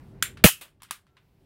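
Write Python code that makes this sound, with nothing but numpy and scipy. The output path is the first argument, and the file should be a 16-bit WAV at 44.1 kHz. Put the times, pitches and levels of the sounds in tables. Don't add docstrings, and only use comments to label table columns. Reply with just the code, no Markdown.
import sys
import numpy as np
from scipy import signal
from scipy.fft import rfft, irfft, next_fast_len
from scipy.io import wavfile
from scipy.ndimage import uniform_filter1d

SR = 44100
rng = np.random.default_rng(int(sys.argv[2]) if len(sys.argv) > 2 else 0)


def transcribe(signal):
    frames = np.atleast_2d(signal).T
    limited = np.clip(frames, -1, 1)
    pcm = np.round(limited * 32767).astype(np.int16)
    wavfile.write(sys.argv[1], SR, pcm)


def to_linear_factor(level_db):
    exponent = np.asarray(level_db, float) / 20
    return 10 ** exponent


N = 63945
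T = np.arange(N) / SR
M = next_fast_len(N)
HZ = np.maximum(np.fft.rfftfreq(M, 1 / SR), 1)


def unit(x):
    return x / np.sqrt(np.mean(x ** 2))


def on_log(table, hz):
    table_hz, value = np.transpose(np.array(table, float))
    return np.interp(np.log(hz), np.log(table_hz), value)


def coloured(table, tilt_db_per_octave=0):
    tilt_db = tilt_db_per_octave * np.log2(np.maximum(HZ, 3500) / 3500)
    spectrum = rfft(rng.standard_normal(M)) * to_linear_factor(on_log(table, HZ) + tilt_db)
    return unit(irfft(spectrum, M)[:N])


def since(at_s):
    return np.clip(T - at_s, 0, None)


def walk(rate_hz):
    hold = int(SR / rate_hz)
    steps = np.repeat(rng.standard_normal(N // hold + 1), hold)
    return 0.66 * uniform_filter1d(uniform_filter1d(steps, hold), hold)[:N]


def burst(at_s, rise_ms, length_ms):
    ms = since(at_s) * 1000
    return (1 - np.exp(-ms / rise_ms)) ** 2 * np.exp(-ms / length_ms) * 2


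MODE_SWAY = .6


def ring(at_s, modes, width_hz):
    u, out = since(at_s), 0
    for hz, db, t60_s in modes:
        sway = unit(walk(2 * width_hz)) + 1j * unit(walk(2 * width_hz))
        wave = np.real((1.3 + MODE_SWAY * sway) * np.exp(2j * np.pi * hz * u))
        out = out + to_linear_factor(db - 60 * u / t60_s) * wave
    return out * (1 - np.exp(-u * 1000 / 2))


# hz, t60_s
VAN_T60_S = [(400, 0.18), (1000, .2), (2500, 0.17), (6000, .17), (15000, .15)]
# hz, t60_s
VAN_LATE_T60_S = [(1000, .5), (3000, .5), (12000, .35)]
VAN_LATE_DB = -38


def van(at_s, noise, build_ms):
    u, out, spectrum = since(at_s), 0, rfft(noise, M)
    for hz in 250 * 2 ** np.arange(7):
        band = irfft(spectrum * np.clip(1 - np.abs(np.log2(HZ / hz)), 0, 1), M)[:N]
        early = to_linear_factor(-60 * u / on_log(VAN_T60_S, hz))
        late = to_linear_factor(VAN_LATE_DB - 60 * u / on_log(VAN_LATE_T60_S, hz))
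        out = out + band * (early + late)
    return out * (1 - np.exp(-u * 1000 / build_ms))


# hz, level_db_per_hz
RUMBLE_COLOUR = [(18, -32.5), (30, -6), (134, -3), (526, -22), (1040, -28.5), (1250, -32.5), (2290, -37),
                 (6720, -52), (16000, -53.5)]
# start_s, level_db, tilt_db_per_octave
RUMBLE_LEVEL = [(0, -50, 1), (.3, -48.5, -0.5), (.43, -47, -2), (.5, -52.5, -9), (.6, -65.5, 4),
                (.72, -64.5, 0.5), (1.0, -68, 1), (1.25, -66.5, 2.5), (1.45, -61.5, 1.5)]
# pitch_hz, level_db, wander_share
HUM = [(135, -58, .02), (387, -62, .005)]
FLICKER_DB, FLICKER_RATE_HZ = 3.5, 21
WHINE_HZ, WHINE_DB, WHINE_START_S, WHINE_END_S = 1345, -76, 1.08, 1.165


def rumble():
    start_s, level_db, tilt_db = np.transpose(RUMBLE_LEVEL)
    db, tilt = np.interp(T, start_s, level_db), np.interp(T, start_s, tilt_db)
    noise, out = rfft(coloured(RUMBLE_COLOUR)), 0
    octave = np.log2(np.maximum(np.fft.rfftfreq(N, 1 / SR), 1) / 150)
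    for centre in np.arange(-3, 7.5, .5):
        band = irfft(noise * np.clip(1 - 2 * np.abs(octave - centre), 0, 1), N)
        out = out + band * to_linear_factor(db + tilt * max(centre, 0) + FLICKER_DB * walk(FLICKER_RATE_HZ))
    for hz, hum_db, wander in HUM:
        level = to_linear_factor(hum_db + db + 48 + 2 * unit(walk(20)))
        turns = np.cumsum(hz * (1 + wander * unit(walk(20)))) / SR
        out = out + level * np.sin(2 * np.pi * turns)
    on = uniform_filter1d(1. * ((T > WHINE_START_S) & (T < WHINE_END_S)), size=600)
    return out + on * to_linear_factor(WHINE_DB + 2 * walk(24.2)) * np.sin(2 * np.pi * WHINE_HZ * T)


# start_s, level_db, crack_ms, tilt_db_per_octave, room_db
TICKS = [(.2245, -14, 2.5, 0, -12), (.3712, -46, 4, -11, -4), (.680, -61, 3, -5, -6),
         (.802, -68, 8, -16, -1), (.8198, -42, 2, -3, -13), (.8312, -44, 4, -1, -7), (.848, -55, 3, -4, -8),
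         (.8865, -61, 3, -12, 0), (.9088, -20, 1.8, 0, -15.5), (1.067, -62, 2, -9, -7),
         (1.1675, -56, 5, -14, -2)]
# hz, level_db_per_hz
LATCH_COLOUR = [(500, -28), (900, -17.5), (1550, 6), (2300, -7), (3500, 2.5), (4800, -7.5), (8900, -2),
                (16000, -11)]
LATCH_TAIL_COLOUR = [(500, -49), (900, -24.5), (1500, -4), (3700, -7), (4800, -17), (6500, -14),
                     (8900, -10), (16000, -17.5)]
LEVER_COLOUR = [(500, -42), (1050, 2), (1600, 0.5), (2000, -7), (3400, -4.5), (6500, -11.5), (9000, -5),
                (16000, -9)]
LEVER_TAIL_COLOUR = [(400, -21.5), (800, -15.5), (1200, -1), (3200, -3), (6500, -10), (9000, -4.5),
                     (12000, -8), (16000, -11.5)]
# pitch_hz, level_db, t60_s
LATCH_MODES = [(1580, -1, .14), (1880, -4, .15), (3070, -6, .2), (3451, -2, .13), (7348, 4, .15),
               (8550, -3, .15), (8870, -1, .15), (9250, -3, .15), (11790, -2, .13), (12310, -5, .14)]
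LATCH_RING_DB, LATCH_WIDTH_HZ = -37, 70
TICK_RISE_MS, TICK_BUILD_MS, TICK_THUD_DB, TICK_THUD_HZ = 0.47, 2.4, -17.5, 291


def ticks():
    out, thud = to_linear_factor(LATCH_RING_DB) * ring(TICKS[0][0], LATCH_MODES, LATCH_WIDTH_HZ), 0
    for k, (start_s, db, crack_ms, tilt_db, room_db) in enumerate(TICKS):
        near, far = (LEVER_COLOUR, LEVER_TAIL_COLOUR) if k else (LATCH_COLOUR, LATCH_TAIL_COLOUR)
        env = to_linear_factor(db) * burst(start_s, TICK_RISE_MS, crack_ms)
        walls = to_linear_factor(db + room_db) * van(start_s, coloured(far, tilt_db), TICK_BUILD_MS)
        out = out + env * coloured(near, tilt_db) + walls
        thud = thud + env * np.cos(2 * np.pi * TICK_THUD_HZ * (T - start_s))
    low = signal.butter(2, TICK_THUD_HZ, fs=SR, output="sos")
    return out + to_linear_factor(TICK_THUD_DB) * signal.sosfilt(low, thud)


# start_s, level_db, length_ms
SHOT = [
    (.4390, -5.5, 3.6),
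    (0.4405, -6.5, 2.1),
    (.445, -12, 3.6),
    (0.454, -12.5, 6),
    (0.4625, -16, 5.3),
    (0.471, -18.5, 7),
    (.4845, -22.5, 5),
]
# hz, level_db_per_hz
SHOT_COLOUR = [(290, -48), (500, -11.5), (1020, -0.5), (2810, 0.5), (5240, -8.5), (8090, -7.5), (8700, -12),
               (12700, -5.5), (16000, -3)]
SHOT_TAIL_COLOUR = [(300, -31), (950, -29), (1240, -14), (2000, -13.5), (2800, -8.5), (4500, -13.5),
                    (11600, -5), (16000, -12)]
# pitch_hz, level_db, t60_s
BODY_MODES = [(950, -5, .04), (1276, -6, .15), (2300, -8, .14), (2533, 2, .19), (2660, -2, .24),
              (2860, 2, .19), (3019, -1, .2), (3140, -4, .2), (3272, -5, .22), (5782, -8, .12),
              (9163, 3, .12), (11850, -6, .14), (12800, -6, .14)]
BODY_RING_DB, BODY_WIDTH_HZ = -25, 70
SHOT_RISE_MS, SHOT_ROOM_DB, SHOT_BUILD_MS = 0.96, -6, 6.5


def shot():
    env, walls = 0, 0
    for start_s, db, length_ms in SHOT:
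        env = env + to_linear_factor(db) * burst(start_s, SHOT_RISE_MS, length_ms)
        walls = walls + to_linear_factor(db + SHOT_ROOM_DB) * van(start_s, coloured(SHOT_TAIL_COLOUR), SHOT_BUILD_MS)
    body = to_linear_factor(BODY_RING_DB) * ring(SHOT[1][0], BODY_MODES, BODY_WIDTH_HZ)
    return env * coloured(SHOT_COLOUR) + walls + body


# pitch_hz, level_db, t60_s
THUMP_OVERTONES = [(330, -7, .05), (410, -6.5, .03), (480.2, -2.5, .05), (598, -1, 0.039),
                   (774, -13, 0.043)]
THUMP_S, THUMP_HZ, THUMP_SAG_HZ_PER_S2, THUMP_PHASE_RAD = .4446, 222, 420000, .7
THUMP_RISE_MS, THUMP_HOLD_MS, THUMP_FALL_MS = .6, 19, 4
THUMP_DB, THUMP_FADE_DB_PER_S = -3, -350
BOOM_HZ, BOOM_DB, BOOM_T60_S = 65.6, -13, 0.74


def thump():
    u = since(THUMP_S)
    rise = np.clip(u * 1000 / THUMP_RISE_MS, 0, 1)
    fall = np.clip(1 - (u * 1000 - THUMP_HOLD_MS) / THUMP_FALL_MS, 0, 1)
    turns = THUMP_HZ * u - THUMP_SAG_HZ_PER_S2 * u ** 3 / 3
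    wave = to_linear_factor(THUMP_FADE_DB_PER_S * u) * np.sin(2 * np.pi * turns + THUMP_PHASE_RAD)
    for hz, db, t60_s in THUMP_OVERTONES:
        wave = wave + to_linear_factor(db - 60 * u / t60_s) * np.sin(2 * np.pi * hz * u)
    boom = to_linear_factor(BOOM_DB - 60 * u / BOOM_T60_S) * np.sin(2 * np.pi * BOOM_HZ * u)
    return rise * fall * (to_linear_factor(THUMP_DB) * wave - boom)


# hz, level_db_per_hz
STAPLE_COLOUR = [(180, -39), (300, -8.5), (1320, -4), (1970, -6), (3130, -1.5), (5800, -14), (8940, -7),
                 (16000, -11)]
STAPLE_S, STAPLE_DB, STAPLE_RISE_MS, STAPLE_MS = .6102, -49.5, 0.72, 4
STAPLE_ROOM_DB, STAPLE_BUILD_MS = -38, 2.7


def staple():
    tick = to_linear_factor(STAPLE_DB) * burst(STAPLE_S, STAPLE_RISE_MS, STAPLE_MS) * coloured(STAPLE_COLOUR)
    return tick + to_linear_factor(STAPLE_ROOM_DB) * van(STAPLE_S, coloured(STAPLE_COLOUR), STAPLE_BUILD_MS)


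def scene():
    return (rumble() + ticks() + shot() + thump() + staple())[None, :]


def top_cut(x):
    return signal.sosfilt(signal.butter(12, 16470, fs=SR, output="sos"), x)


TOP_HZ, CLIP_KNEE = 15700, .75


def record(dry):
    dry = signal.sosfilt(signal.ellip(8, .2, 60, TOP_HZ, fs=SR, output="sos"), dry)
    size, room = np.abs(dry), 1 - CLIP_KNEE
    over = np.clip(size - CLIP_KNEE, 0, None)
    soft = np.sign(dry) * (np.minimum(size, CLIP_KNEE) + room * np.tanh(over / room))
    return top_cut(soft)


dry = scene()
out = record(dry)
transcribe(out)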